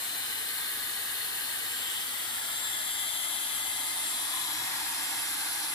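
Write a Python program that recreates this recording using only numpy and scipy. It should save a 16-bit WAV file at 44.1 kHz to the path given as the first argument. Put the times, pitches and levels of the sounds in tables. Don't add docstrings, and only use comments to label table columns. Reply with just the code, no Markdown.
import sys
import numpy as np
from scipy import signal
from scipy.io import wavfile

SR = 44100
rng = np.random.default_rng(int(sys.argv[2]) if len(sys.argv) > 2 else 0)


def to_wav(s):
    ch = np.atleast_2d(s).T
    pcm = np.round(np.clip(ch, -1, 1) * 32767)
    wavfile.write(sys.argv[1], SR, pcm.astype(np.int16))


N = 253134

# time_s, frequency_factor
ECHO_SLIDE = [(1.65, 0.987), (2.0, 1.033), (2.5, 1.124)]


def air_rush():
    # frequency_hz, left_db, right_db
    tone = [(40, -77, -82), (110, -80, -79), (221, -70.5, -70.5), (330, -78, -78.5), (478, -73.5, -76),
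            (802, -64.0, -74.5), (1586, -59, -57.5), (2680, -63.5, -66.5), (3560, -58.5, -62),
            (5810, -67.5, -68.5), (7630, -63, -66.5), (10320, -63, -58.5), (12600, -60, -69.5),
            (15500, -66.5, -80)]
    # frequency_hz, width_hz, boost_db
    resonances = [(102, 24, 7), (188, 28, -4.5), (324, 37, 8.5)]
    # frequency_hz, share_0_to_1, lead_radians
    direct_sound = [(60, .99, 0), (200, .93, -.1), (300, .92, .05), (500, .78, .9), (620, .5, .4),
                    (800, .68, -.1), (1300, .7, -.4), (1450, .8, -1.7), (1750, .8, -1.5), (1900, .6, -.2),
                    (2150, .65, -.9), (3150, .75, .4), (3600, .7, 0), (4000, .75, .8), (4600, .6, -.3),
                    (8860, .62, 0), (15000, .35, .5)]
    place_lag_ms = [0.19, 0.266, 0.14]
    rush_db, frames = -32, dict(nperseg=2048, noverlap=1536)
    hz, t, (shared_noise, *room_noise) = signal.stft(rng.standard_normal((3, N)), SR, **frames)
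    hz = hz[:, None]
    lag_s = place_lag_ms @ place_shares(t) / 1000
    right_delay = np.exp(-2j * np.pi * hz * lag_s - 1j * read_curve(direct_sound, hz, column=2))
    paths = [nearby_echoes(hz, t), right_delay * nearby_echoes(hz, t)]
    direct = np.clip(read_curve(direct_sound, hz), 0, 1)
    flutter_db = jet_flutter_db(hz, t)
    ringing_db = sum(db * bell(hz, centre, width) for centre, width, db in resonances)
    sides = []
    for side in range(2):
        air = np.sqrt(direct) * paths[side] * shared_noise + np.sqrt(1 - direct) * room_noise[side]
        tone_db = read_curve(tone, hz, column=side + 1) + ringing_db
        sides.append(air * gain_of(tone_db + swells_db(side, hz, t) + flutter_db))
    sides[0] = sides[0] * body_echo(hz, t)
    sound = signal.istft(np.array(sides), SR, **frames)[1][:, :N]
    return gain_of(rush_db) * sound / np.sqrt(np.mean(sound ** 2))


def jet_flutter_db(hz, t):
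    bands_hz = 700 * 2 ** (np.arange(10) / 2)
    return .7 * sum(drift(t, top_hz=60) * bell(hz, centre, centre / 8) for centre in bands_hz)


def motor_whine():
    # time_s, left_db, right_db, right_lag_ms
    main_whine = [(0, -48.5, -52, .21), (.2, -47.5, -48.5, .195), (.6, -51, -49.5, .17),
                  (1.05, -47.5, -48.5, .205), (1.5, -48.5, -50, .2), (1.75, -46.5, -47, .235),
                  (2.1, -41.5, -48, .21), (2.25, -46, -51, .2), (2.5, -42, -54, .205),
                  (2.65, -41.5, -47, .26), (3.03, -42, -44.5, .265), (3.15, -49, -51, .272),
                  (3.65, -45.5, -52, .235), (4.15, -38.5, -52, .182), (4.6, -47, -48.5, .158),
                  (5.1, -52, -45, .103), (5.74, -47.5, -48.5, .12)]
    # time_s, pitch_hz
    pitch_curve = [(0, 7578), (.85, 7578.5), (1.25, 7574.5), (4.05, 7571), (5.1, 7560), (5.5, 7564)]
    # offset_hz, relative_db
    ripple_tones = [(-100, -14), (100, -18)]
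    # multiple, left_db, right_db
    slot_tones = [(1, -54, -57), (2, -61, -62), (6, -60, -64), (8, -59, -76)]
    t = np.arange(N) / SR
    slow_t = np.arange(0, N + 512, 512) / SR
    times_s, *level_db, lag_ms = np.transpose(main_whine)
    pitch_hz = np.interp(slow_t, *np.transpose(pitch_curve)) + .8 * drift(slow_t, top_hz=6)
    cycles = np.cumsum(np.interp(t, slow_t, pitch_hz)) / SR
    lag_cycles = np.interp(t, times_s, lag_ms) / 1000 * pitch_hz.mean()
    sound = np.zeros((2, N))
    for side in range(2):
        phase = 2 * np.pi * (cycles - side * lag_cycles)
        main_db = np.interp(slow_t, times_s, level_db[side])
        tones = [(phase, main_db + 2.2 * drift(slow_t, top_hz=12))]
        for offset_hz, relative_db in ripple_tones:
            ripple_db = main_db + relative_db + 3 * drift(slow_t, top_hz=2)
            tones.append((phase + 2 * np.pi * offset_hz * t, ripple_db))
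        for multiple, *slot_db in slot_tones:
            fade_db = swells_db(side, multiple / 4 * pitch_hz, slow_t) + 3.5 * drift(slow_t, top_hz=3)
            tones.append((multiple / 4 * phase, slot_db[side] + fade_db))
        sound[side] = sum(np.interp(t, slow_t, gain_of(db)) * np.sin(angle) for angle, db in tones)
    return np.sqrt(2) * sound


def swells_db(side, hz, t):
    # frequency_hz, width_hz, left_db, right_db
    held_low = [(460, 27, 11, 9), (638, 16, -7, 3.8), (1080, 19, -16, 2), (1170, 34, 1, 2.5),
                (1466, 79, -6, -8.5), (1670, 150, 1.5, 3.5), (1980, 33, 6, 4.5), (2780, 40, -13, -5),
                (3000, 70, 4.5, 3), (4280, 130, 4, -3), (6100, 740, -4, -3), (9740, 190, -7.5, -1.5),
                (13300, 1500, 2.5, 1)]
    mid_height = [(623, 13, 8, 1), (808, 105, 6.5, 3.5), (1142, 33, -7.5, -1), (1242, 43, 6.5, -1),
                  (1443, 85, -7, -7.5), (1750, 73, -7, 0), (1966, 96, 3.5, -13), (2050, 43, 11.5, -0.5),
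                  (2320, 260, -3, -2), (3225, 96, 7.5, 6.5), (3450, 82, 7, -0.5), (4230, 53, -5, 2.5),
                  (4050, 46, 7.5, 5), (5150, 62, -16, -14), (10960, 370, 8, 2.5), (12950, 570, -4.6, -2.0)]
    at_the_hair = [(315, 36, 7, 5), (760, 19, 5, 3), (907, 113, 6, 5.5), (1123, 26, 3, 9), (1620, 45, 7, 4),
                   (2067, 45, 5.5, 12), (2540, 100, 3.5, 6.5), (3700, 34, 13, 2), (3760, 63, -12, 6),
                   (4170, 82, 9, -4), (4850, 78, 6, 7.5), (5590, 280, 6, 6.5), (11000, 1400, 2.5, 2.5),
                   (14600, 1800, -5, -1)]
    # middle_s, half_length_s, frequency_hz, width_hz, left_db, right_db
    passing_bands = [(0.15, 0.23, 4080, 70, 5, 11), (1.05, 0.45, 4313, 50, 9.5, -4),
                     (0.853, 0.42, 4590, 60, -9, -2), (1.0, 0.38, 2370, 141, -5, -0.5),
                     (1.0, 0.35, 3600, 45, 2, 7), (1.29, 0.17, 2740, 98, 5.9, 4),
                     (1.89, 0.1, 3220, 347, 5, 3), (2.1, 0.14, 1740, 59, -10, 0),
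                     (2.3, 0.3, 1400, 50, 5, -2), (2.606, 0.21, 1710, 39.3, -13, 7),
                     (2.6, 0.079, 3600, 60, 2, 9), (3.203, 0.5, 10000, 614, 6.5, 0.5),
                     (3.45, 0.2, 11000, 400, 1, 0.5), (3.598, 0.16, 4370, 60, -8, -1),
                     (4.102, 0.2, 9400, 636, 1.5, 3.5), (4.0, 0.3, 10300, 150, 1, 4),
                     (4.3, 0.52, 1530, 94, -6.5, -2.5), (4.35, 0.11, 1050, 60, 7.5, 7),
                     (4.4, 0.29, 3420, 80, 7, 0), (4.4, 0.14, 11550, 156, 7.5, -9),
                     (4.448, 0.25, 3930, 60, 10, 1), (4.604, 0.14, 153, 40, 9, 7.5),
                     (5.446, 0.21, 4270, 110, 1.5, -4), (5.05, 0.21, 1740, 250, 1.5, -0.5),
                     (4.8, 0.23, 965, 49.7, 5.5, 0), (5.35, 0.57, 840, 50, 3.5, 7),
                     (5.5, 0.4, 10350, 170, 3.5, 6.5)]
    slide = np.interp(t, *np.transpose(ECHO_SLIDE))
    final_slide = ECHO_SLIDE[-1][1]
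    places = [(held_low, hz / slide), (mid_height, hz * final_slide / slide), (at_the_hair, hz)]
    change_db = 0
    for share, (peaks, slid_hz) in zip(place_shares(t), places):
        change_db += share * sum(db[side] * bell(slid_hz, centre, width) for centre, width, *db in peaks)
    for middle_s, half_length_s, centre, width, *db in passing_bands:
        flat_topped_fade = np.exp(-((t - middle_s) / half_length_s) ** 4 / 4)
        change_db += db[side] * bell(hz, centre, width) * flat_topped_fade
    return change_db


def place_shares(t):
    # time_s, place_0_to_2
    route = [(0.0, 0.47), (0.6, 0.058), (1.5, 0.14), (2.0, 0.3), (2.6, 0.59), (2.95, 0.89), (3.7, 1.19),
             (4.2, 1.51), (4.7, 1.89), (5.74, 1.65)]
    place = np.interp(t, *np.transpose(route))
    return np.clip(1 - abs(place - np.arange(3)[:, None]), 0, 1)


def body_echo(hz, t):
    # time_s, delay_ms, level_db
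    bounce = [(0, 1.93, -11), (1.15, 2.0, -7), (1.6, 1.96, -8), (2.3, 1.76, -11), (3.5, 1.76, -9),
              (5.74, 1.5, -16)]
    times_s, delay_ms, level_db = np.transpose(bounce)
    echo = (np.interp(t, times_s, delay_ms), np.interp(t, times_s, level_db))
    return echo_filter(hz, [echo], scatter_above_hz=8000)


def nearby_echoes(hz, t, echo_db=-12.5, flicker_db=4, wander_ms=0.04):
    slide = np.interp(t, *np.transpose(ECHO_SLIDE))
    echoes = []
    for base_ms in rng.uniform(1.5, 9, size=10):
        delay_ms = base_ms / slide + wander_ms * drift(t, top_hz=1.52)
        echoes.append((delay_ms, echo_db + flicker_db * drift(t, top_hz=8)))
    return echo_filter(hz, echoes, scatter_above_hz=600)


def echo_filter(hz, echoes, scatter_above_hz):
    scatter = 1 - bell(hz, 0, scatter_above_hz)
    reflected = sum(gain_of(db) * np.exp(-2j * np.pi * hz * ms / 1000) for ms, db in echoes)
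    echo_power = sum(gain_of(2 * db) for _, db in echoes)
    return (1 + scatter * reflected) / np.sqrt(1 + scatter ** 2 * echo_power)


def drift(t, top_hz, count=12):
    hz = top_hz * np.geomspace(.1, 1, count)
    waves = np.sin(2 * np.pi * (hz[:, None] * t + rng.random((count, 1)))) / np.sqrt(hz)[:, None]
    return waves.sum(0) / np.sqrt((.5 / hz).sum())


def read_curve(points, hz, column=1):
    columns = np.transpose(points)
    return np.interp(np.log(hz + 1), np.log(columns[0] + 1), columns[column])


def bell(x, centre, width):
    return np.exp(-((x - centre) / width) ** 2 / 2)


def gain_of(db):
    return 10 ** (np.asarray(db) / 20)


def scene():
    return air_rush() + motor_whine()


def record(dry, cutoff_hz=15500):
    low_pass = signal.firwin(2047, cutoff_hz, window=("kaiser", 10), fs=SR)
    return signal.oaconvolve(dry, low_pass[None], "same")


dry = scene()
out = record(dry)
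to_wav(out)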